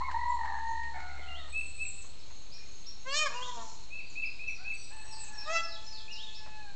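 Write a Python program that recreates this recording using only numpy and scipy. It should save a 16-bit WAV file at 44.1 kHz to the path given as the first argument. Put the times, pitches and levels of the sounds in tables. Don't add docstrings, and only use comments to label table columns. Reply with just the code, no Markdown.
import sys
import numpy as np
from scipy import signal
from scipy.fft import rfft, irfft, next_fast_len
from scipy.io import wavfile
from scipy.ndimage import uniform_filter1d, map_coordinates

SR = 44100
rng = np.random.default_rng(int(sys.argv[2]) if len(sys.argv) > 2 else 0)


def to_linear_factor(level_db):
    exponent = np.asarray(level_db, float) / 20
    return 10 ** exponent


def materialize(psi):
    bounded = np.clip(np.atleast_2d(psi).T, -1, 1)
    quanta = np.round(bounded * 32767).astype(np.int16)
    wavfile.write(sys.argv[1], SR, quanta)


N = 297675
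TIME_S = np.arange(N) / SR
CAMERA_HZ = 16000


def unit(x):
    return x / np.sqrt(np.mean(x ** 2) + 1e-20)


def along(points, hz):
    f, v = np.transpose(points)
    return np.interp(np.log(hz + 1), np.log(f + 1), v)


def wobble(rate_hz, count):
    knots = rng.standard_normal(int(count * rate_hz / SR) + 4)
    return map_coordinates(knots, [np.arange(count) * rate_hz / SR])


def filtered(x, response):
    m = next_fast_len(N + 8192)
    return irfft(rfft(x, m) * response(np.fft.rfftfreq(m, 1 / SR)), m)[:N]


def band(hz, width_hz):
    return unit(filtered(rng.standard_normal(N), lambda f: np.exp(-0.5 * ((f - hz) / width_hz) ** 2)))


def played(rows, edge_s):
    s, *columns = np.transpose(rows)
    start = round(s[0] * SR)
    t = np.arange(start, min(round(s[-1] * SR), N)) / SR
    gate = np.clip(np.minimum(t - t[0], t[-1] - t) / edge_s, 0, 1)
    return start, gate, [np.interp(t, s, c) for c in columns]


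def placed(start, x):
    return np.pad(x, (start, N - start - len(x)))


def spans(rows, edge_s):
    return sum(v * np.clip(np.minimum(TIME_S - s, s + length_s - TIME_S) / edge_s + 0.5, 0, 1)
               for s, length_s, v in rows)


def bursts(rows, db_per_s):
    gain = 0
    for s, length_s, db in rows:
        outside_s = np.clip(np.maximum(s - TIME_S, TIME_S - s - length_s), 0, None)
        gain = gain + to_linear_factor(db - db_per_s * outside_s)
    return gain


def wood(x, wet_db):
    # (frequency [Hz], t60 [s])
    decay = [(300, 0.46), (1000, 0.94), (2600, 0.59), (5000, 0.69), (8000, 0.6)]
    hz, t, z = signal.stft(rng.standard_normal(SR + SR // 2), SR, nperseg=256)
    tail = signal.istft(z * to_linear_factor(-60 * t / along(decay, hz)[:, None]), SR, nperseg=256)[1]
    build_up = np.clip(np.arange(len(tail)) / (0.012 * SR), 0, 1)
    tail = tail * to_linear_factor(1.5 * wobble(30, len(tail))) * build_up
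    return x + to_linear_factor(wet_db) * signal.fftconvolve(x, tail / np.linalg.norm(tail))[:N]


def windpipe(x, lowest_hz):
    return filtered(x, lambda f: 1 / (1 + (lowest_hz / (f + 1)) ** 8))


def partials(hz, tilt_db, rough, throat, k, depth_db):
    shake = 1 + 0.052 * rough * wobble(150.44, len(hz))
    echo = np.array([wobble(34, len(hz)) for _ in k])
    flutter_db = depth_db * np.clip(k * hz / 2500, 0.2, 1.3) ** 0.5 * echo
    octaves = np.log2(np.maximum(k * hz / 1000, 0.9))
    size = to_linear_factor(along(throat, k * hz) + tilt_db * octaves) * (k * hz < CAMERA_HZ / 2)
    return 2 * np.pi * np.cumsum(hz * shake) / SR, size * to_linear_factor(flutter_db)


def levelled(waves, size):
    return np.sum(waves, 0) / np.sqrt(0.5 * uniform_filter1d(np.sum(size ** 2, 0), size=2000))


def cry(rows):
    # (frequency [Hz], level [dB])
    throat = [(200, -11), (500, -8.5), (1200, -2.5), (1800, -6), (3000, -10.5), (4300, -12), (5000, -11),
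              (6700, -14.5), (7900, -23.5)]
    # (time [s], frequency [Hz])
    beak_opening = [
        (3.05, 1970),
        (3.14, 3240),
        (3.23, 2690),
        (3.275, 1550),
        (3.31, 980),
        (3.86, 955),
        (5.45, 1620),
        (5.58, 2720),
    ]
    # (start [s], length [s], share [0-1])
    halved = [
        (3.29, 0.06, 1),
        (3.555, 0.1, 1),
    ]
    # (start [s], length [s], added roughness [0-1])
    cracks = [
        (3.24, 0.1, 0.15),
        (3.68, 0.18, 0.2),
        (5.585, 0.03, 0.15),
    ]
    k = np.arange(1, 33)[:, None] / 2
    start, gate, (hz, db) = played(rows, edge_s=0.039)
    now = slice(start, start + len(gate))
    mouth_hz = np.interp(TIME_S[now], *np.transpose(beak_opening))
    half = 0.015 + spans(halved, 0.02)[now]
    rough = 0.11 + spans(cracks, 0.02)[now]
    tilt_db = -2.5 + 4.5 * np.log2(mouth_hz / 2000) + 0.4 * (db + 36.5)
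    phase, size = partials(hz, tilt_db, rough, throat, k, depth_db=5.2)
    mouth_db = 8.1 * np.exp(-0.5 * (np.log(k * hz / mouth_hz) / 0.16) ** 2)
    nasal_db = 14.5 * (mouth_hz < 1300) * np.exp(-0.5 * (np.log(k * hz / 4600) / 0.08) ** 2)
    half_gain = np.clip(half, 0, 1) / (1 + (k * hz / 1540) ** 4)
    size = size * to_linear_factor(mouth_db + nasal_db) * np.where(k % 1, half_gain, 1)
    tone = levelled(size * np.sin(k * phase + 0.35 * k ** 2), size)
    return placed(start, to_linear_factor(db) * gate * tone * (1 + np.clip(rough, 0, 1) * wobble(350, len(tone))))


def peacock():
    # (time [s], pitch [Hz], level [dB])
    rising = [
        (3.04, 491.7, -56.5),
        (3.065, 515.2, -41.5),
        (3.109, 550.4, -39),
        (3.143, 580, -32.5),
        (3.173, 608.4, -31),
        (3.225, 618.8, -30),
        (3.25, 599.5, -35.5),
        (3.275, 539.6, -30.5),
        (3.3, 484, -50.5),
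    ]
    sinking = [
        (3.29, 469.4, -35),
        (3.332, 466, -54.5),
        (3.366, 489, -40.5),
        (3.428, 505.3, -43),
        (3.499, 491, -43.5),
        (3.549, 477.7, -53.5),
        (3.58, 460.4, -43.5),
        (3.682, 440, -54),
        (3.86, 429, -88),
    ]
    short = [
        (5.445, 573, -50.5),
        (5.478, 615.5, -37.5),
        (5.53, 665, -33.5),
        (5.578, 663.4, -29.5),
        (5.612, 660, -25.5),
    ]
    return wood(windpipe(sum(cry(c) for c in (rising, sinking, short)), 170), wet_db=-8.5)


def crow(rows, offset_hz, tilt_db, steady, thinning, under, count, mixing):
    # (frequency [Hz], level [dB])
    throat = [(500, 4.5), (950, 4), (1400, -3), (1900, -5.5), (2200, -9.5), (2700, -9)]
    # (start [s], length [s], added roughness [0-1])
    hoarse = [
        (0, 0.02, 0.2),
        (0.095, 0.04, 0.45),
        (0.37, 0.07, 0.12),
        (0.44, 0.16, 0.35),
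        (0.95, 0.08, 0.2),
        (4.9, 0.6, 0.3),
    ]
    k = np.arange(1, count + 1)[:, None]
    start, gate, (hz, db, second) = played(rows, edge_s=0.022)
    rough = steady + spans(hoarse, 0.038)[start:start + len(gate)]
    phase, size = partials(hz, tilt_db - thinning * (db + 40.5), rough, throat, k, depth_db=4.0)
    beat = 2 * np.pi * np.cumsum(offset_hz * (1 + 0.035 * wobble(10, len(phase)))) / SR
    slap = 0.6 * np.exp(4 * (np.cos(beat + 1.5) - 1))
    share = np.clip(second * np.where(k > 1, mixing, 1), 0, 1.15)
    lower = (0.11 * share[0] + under * rough) * np.exp(-2j * beat)
    sidebands = (1 + share * np.exp(1j * beat) + lower) / np.sqrt(1 + share ** 2)
    pair = np.exp(1j * (phase + share[0] * slap)) * sidebands
    tone = levelled(size * (pair ** k).imag, size)
    return placed(start, to_linear_factor(db) * gate * tone * (1 + np.clip(rough, 0, 1) * wobble(700, len(tone))))


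def roosters():
    # (time [s], pitch [Hz], level [dB], second membrane share [0-1])
    near_onset = [
        (0, 838, -32.5, 0),
        (0.018, 1033, -28, 0),
        (0.035, 1096, -40.5, 0.03),
        (0.055, 1089, -50, 0),
        (0.075, 1089, -37, 0.1),
        (0.09, 1032, -28, 0),
        (0.105, 877, -50, 0.7),
        (0.13, 800, -49, 0.3),
    ]
    near_long = [
        (0.125, 879, -47, 0.6),
        (0.145, 906, -32, 0.49),
        (0.2, 949.4, -38, 0.85),
        (0.32, 968.3, -33.5, 0.91),
        (0.42, 903.5, -37, 0.89),
        (0.55, 897.4, -43, 0.12),
        (0.7, 909, -38.5, 0.31),
        (0.92, 898, -47, 1.14),
        (1.0, 843, -46.5, 0.62),
    ]
    far_falling = [
        (0.93, 740.4, -45.5, 0.67),
        (1.2, 715.7, -50.5, 1.4),
        (1.36, 677, -51.5, 1),
        (1.45, 625, -52.5, 0.47),
        (1.51, 593, -71, 0.38),
    ]
    far_cluck = [
        (4.57, 598, -61.5, 0.4),
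        (4.615, 773, -58.5, 0.4),
        (4.69, 810, -63, 0.4),
        (4.71, 760, -67, 0.4),
    ]
    far_long = [
        (4.9, 831, -50.5, 0.83),
        (4.94, 868, -55, 0.13),
        (5.2, 872.4, -56.5, 0.24),
        (5.4, 842.7, -52, 0.2),
        (5.72, 852, -54.5, 0.1),
        (5.85, 871, -59, 0.044),
        (6.1, 876.3, -63.5, 0.046),
        (6.6, 855.7, -51.5, 0.024),
        (6.75, 776, -59, 0.03),
    ]
    near = dict(thinning=1.1, under=1.2, count=2, mixing=2.3)
    far = dict(thinning=0, under=0, count=3, mixing=0.13)
    out = crow(near_onset, offset_hz=70, tilt_db=3, steady=0.092, **near)
    out = out + crow(near_long, offset_hz=46, tilt_db=-0.5, steady=0.013, **near)
    out = out + crow(far_falling, offset_hz=65, tilt_db=5, steady=0.18, **far)
    out = out + crow(far_cluck, offset_hz=60, tilt_db=7, steady=0.5, **far)
    out = out + crow(far_long, offset_hz=185, tilt_db=4.5, steady=0.05, **far)
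    return wood(windpipe(out, 640), wet_db=-5.5)


def note(rows, flutter_db, waver=0.008):
    start, gate, (hz, db) = played(rows, edge_s=0.0012)
    hz = hz * (1 + waver * wobble(110, len(gate)))
    level = to_linear_factor(db + flutter_db * wobble(68.2, len(gate))) * gate
    return placed(start, np.sqrt(2) * np.sin(2 * np.pi * np.cumsum(hz) / SR) * level)


def whistler():
    # (time after start [s], pitch [Hz], level [dB], share of the final kick [0-1])
    whistle = [
        (0, 2413, -12.5, 0.8),
        (0.026, 2562, -1, 0.46),
        (0.046, 2598, -2, 0.04),
        (0.068, 2618, -10, 0.2),
        (0.077, 2648, -1.5, 0.4),
        (0.086, 2559, 3.5, 0.99),
        (0.094, 2330, -5.5, 1),
        (0.109, 2010, -34.5, 0.3),
    ]
    # (start [s], level [dB], pitch factor, length factor, kick [dB])
    whistles = [
        (1.524, -32, 1.006, 1, -13),
        (1.78, -33, 1.007, 0.81, -12.5),
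        (3.904, -42, 1.007, 1.08, 0),
        (4.155, -40, 1.014, 0.96, 4.5),
        (4.392, -46, 1.0, 1.12, 11.5),
        (4.642, -38.5, 1.0, 0.85, -1),
    ]
    # (delay [s], level [dB])
    walls = [
        (0.021, -7),
        (0.044, -8.5),
    ]
    after, hz, shape_db, share = np.transpose(whistle)
    out = 0
    for s, db, high, long, kick_db in whistles:
        rows = np.transpose([s + long * after, high * hz, db + shape_db + kick_db * share])
        out = out + note(rows, flutter_db=2.5, waver=0.0016)
    echoes = sum(to_linear_factor(db) * np.roll(out, round(s * SR)) for s, db in walls)
    return wood(out + echoes, wet_db=-7)


def warbler():
    # (time after start [s], pitch [Hz], level [dB])
    warble = [
        (0, 2500, -8),
        (0.03, 2850, 0),
        (0.07, 2780, -4),
        (0.1, 3050, -2),
        (0.135, 3750, 0),
        (0.16, 3720, -1),
        (0.19, 3400, -4),
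        (0.22, 3250, -12),
    ]
    # (start [s], level [dB], pitch factor, length factor)
    warbles = [
        (1.26, -54, 1.0, 0.95),
        (3.325, -49, 1.0, 0.95),
        (6.08, -49.5, 1.0, 1.1),
    ]
    out = 0
    for s, db, high, long in warbles:
        rows = np.array(warble) * [long, high, 1] + [s, 0, db]
        out = out + note(rows, flutter_db=4.5, waver=0.005)
    return wood(out * to_linear_factor(-1), wet_db=-1.5)


def slide(s, hz, hold_s, fall_s, end_hz, db):
    drop_s, drop_hz = s + hold_s, end_hz - hz
    return note([(s, hz, db - 6),
                 (s + 0.9 * hold_s, hz * 0.99, db - 6),
                 (drop_s + 0.1 * fall_s, hz + 0.15 * drop_hz, db),
                 (drop_s + 0.4 * fall_s, hz + 0.58 * drop_hz, db - 2),
                 (drop_s + fall_s, end_hz, db - 9)], flutter_db=5, waver=0.012)


def seep(s, sag_s, hz, end_hz, db):
    first_hz, flick_s = 7990, 0.021
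    flick_db = db - 5 + 8.5 * (hz - end_hz) / 1000
    return note([(s, first_hz, db),
                 (s + 0.7 * sag_s, hz + 0.14 * (first_hz - hz), db),
                 (s + sag_s, hz, db + 3),
                 (s + sag_s + 0.41 * flick_s, hz + 0.15 * (end_hz - hz), flick_db),
                 (s + sag_s + flick_s, end_hz, flick_db - 8.5)], flutter_db=4.5, waver=0.0022)


def glide(s, hz, end_hz, hold_s, db):
    rise_s = 0.028
    return note([(s, hz, db),
                 (s + 0.6 * rise_s, hz + 0.73 * (end_hz - hz), db),
                 (s + rise_s, end_hz, db - 5.5),
                 (s + rise_s + hold_s, end_hz, db)], flutter_db=7.5)


def songbirds():
    # (start [s], held pitch [Hz], end pitch [Hz], level [dB])
    slides = [
        (4.478, 5850, 4640, -53),
        (4.76, 5890, 4140, -51),
        (5.052, 5750, 3800, -51),
        (5.328, 5575, 3310, -50),
        (5.62, 5350, 3300, -48.5),
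        (5.865, 5190, 3180, -48),
    ]
    # (start [s], first pitch [Hz], end pitch [Hz], length [s], level [dB])
    chips = [
        (0.283, 7610, 6730, 0.053, -57.5),
        (0.682, 7200, 5880, 0.026, -57),
        (1.215, 3630, 2890, 0.03, -55),
        (2.19, 5350, 2900, 0.035, -55.5),
        (4.097, 7330, 4960, 0.04, -55),
        (4.249, 5300, 4870, 0.025, -54),
        (6.113, 5920, 3300, 0.075, -49.5),
    ]
    # (start [s], length [s], pitch [Hz], level [dB])
    level_notes = [
        (2.514, 0.14, 2448, -66),
        (4.005, 0.09, 4680, -63.5),
        (4.204, 0.13, 4680, -68),
        (4.556, 0.068, 4605, -59),
        (4.733, 0.044, 4600, -57.5),
        (5.85, 0.045, 5800, -59),
        (6.25, 0.28, 2182, -78),
    ]
    # (start [s], sag [s], sagged pitch [Hz], flick end pitch [Hz], level [dB])
    seeps = [
        (1.5, 0.18, 7790, 6880, -53),
        (1.75, 0.14, 7650, 6900, -50),
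        (1.935, 0.075, 7770, 5800, -56.5),
        (4.74, 0.15, 7725, 7300, -59),
        (4.9, 0.13, 7800, 7400, -58),
        (5.05, 0.18, 7750, 6050, -54),
    ]
    # (start [s], first pitch [Hz], held pitch [Hz], hold [s], level [dB])
    glides = [
        (2.515, 4500, 5500, 0.04, -58),
        (2.845, 3300, 5550, 0.04, -56),
        (6.335, 3600, 5400, 0.008, -49),
        (2.58, 1700, 2100, 0.03, -65),
        (2.74, 2500, 3100, 0.015, -67),
    ]
    out = sum(slide(s, hz, 0.056, (hz - end_hz) / 22000, end_hz, db) for s, hz, end_hz, db in slides)
    out = out + sum(slide(s, hz, 0.004, long_s, end_hz, db) for s, hz, end_hz, long_s, db in chips)
    for s, long_s, hz, db in level_notes:
        out = out + note([(s, hz, db), (s + long_s, 0.99 * hz, db)], flutter_db=5)
    out = out + sum(seep(*row) for row in seeps) + sum(glide(*row) for row in glides)
    return wood(out * to_linear_factor(-4), wet_db=2.5)


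def knocks():
    # (time [s], level [dB], centre [Hz])
    puffs = [
        (1.0, -57, 4000),
        (1.185, -53, 500),
        (1.48, -52, 1000),
        (2.04, -57, 1000),
        (2.3, -54, 1000),
        (6.46, -51, 700),
        (6.47, -55, 1300),
        (0.83, -54, 2200),
        (0.11, -46, 1600),
        (0.45, -50, 1700),
    ]
    out, t = np.zeros(N + 2000), np.arange(2000) / SR
    for s, db, hz in puffs:
        b, a = signal.butter(1, [hz * 0.74, hz * 1.2], "band", fs=SR)
        puff = unit(signal.lfilter(b, a, rng.standard_normal(2000)))
        decay = to_linear_factor(db + 3 - 60 * t / 0.09) * np.clip(t / 0.004, 0, 1)
        out[round(s * SR):][:2000] += decay * puff
    return wood(out[:N], wet_db=-9)


def insects():
    # (start [s], length [s], level [dB])
    rasps = [
        (0.55, 0.13, -74),
        (2.33, 0.11, -63),
        (2.71, 0.092, -60.5),
        (3.02, 0.045, -64),
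        (3.8, 0.11, -71.5),
        (4.72, 0.056, -70.5),
        (5.08, 0.49, -73),
    ]
    buzzes = [
        (3.4, 0.31, -55),
        (5.87, 0.021, -63.5),
        (6.15, 0.2, -66.5),
    ]
    chorus_gain = to_linear_factor(-59.5 + 0.5 * wobble(0.4, N) + 0.33 * wobble(30, N))
    chorus = chorus_gain * (0.67 * band(4270, 110) + 0.55 * band(4004, 310))
    rasp_gain = to_linear_factor(-77 + 1.9 * wobble(3, N)) + bursts(rasps, db_per_s=137)
    rasp = rasp_gain * to_linear_factor(0.96 * wobble(25, N)) * band(6507, 210)
    swell = band(5760, 740) + 0.97 * band(6870, 490)
    return chorus + rasp + bursts(buzzes, db_per_s=72.5) * to_linear_factor(1.5 * wobble(40, N) - 2) * swell


def motor():
    # (time [s], pitch [Hz], level [dB])
    hum_track = [
        (0, 71.4, -49.5),
        (1.4, 71.7, -52),
        (1.9, 72, -56.5),
        (2.2, 71.8, -81),
        (2.6, 70.7, -76),
    ]
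    start, gate, (hz, db) = played(hum_track, edge_s=0.002)
    hum = np.sqrt(2) * to_linear_factor(db + 1.0 * wobble(6, len(hz))) * np.sin(2 * np.pi * np.cumsum(hz) / SR)
    return placed(start, hum)


def hush():
    # (frequency [Hz], density [dB per Hz])
    air = [(10, -30.5), (25, -23), (50, -23), (110, -32.5), (180, -37.5), (500, -42), (1000, -45),
           (1900, -50.5), (2500, -43), (3400, -46.5), (4700, -49), (6500, -50.5), (8000, -51)]
    noise = filtered(rng.standard_normal(N), lambda f: to_linear_factor(along(air, f)))
    middle = filtered(noise, lambda f: (f > 150) & (f < 3500))
    return to_linear_factor(-61.5 + 0.23 * wobble(3.91, N)) * noise / np.std(middle)


def scene():
    fowl = peacock() + roosters()
    birds = whistler() + warbler() + songbirds()
    return (fowl + birds + knocks() + insects() + motor() + hush())[None]


def roll_off(x):
    return signal.sosfilt(signal.butter(12, 9020, fs=SR, output="sos"), x)


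def record(dry):
    kept = filtered(dry[0], lambda f: f < CAMERA_HZ / 2)
    mirrored = kept * (1 + 2 * np.cos(2 * np.pi * CAMERA_HZ * TIME_S))
    # (frequency [Hz], gain [dB])
    soft_filter = [(6500, 1.0), (7600, 2.0), (8000, -3.5), (8400, -10), (8800, -25), (9100, -34), (9500, -90)]
    smooth = filtered(mirrored, lambda f: to_linear_factor(along(soft_filter, f)))
    return roll_off((smooth - 0.0245)[None])


dry = scene()
out = record(dry)
materialize(out)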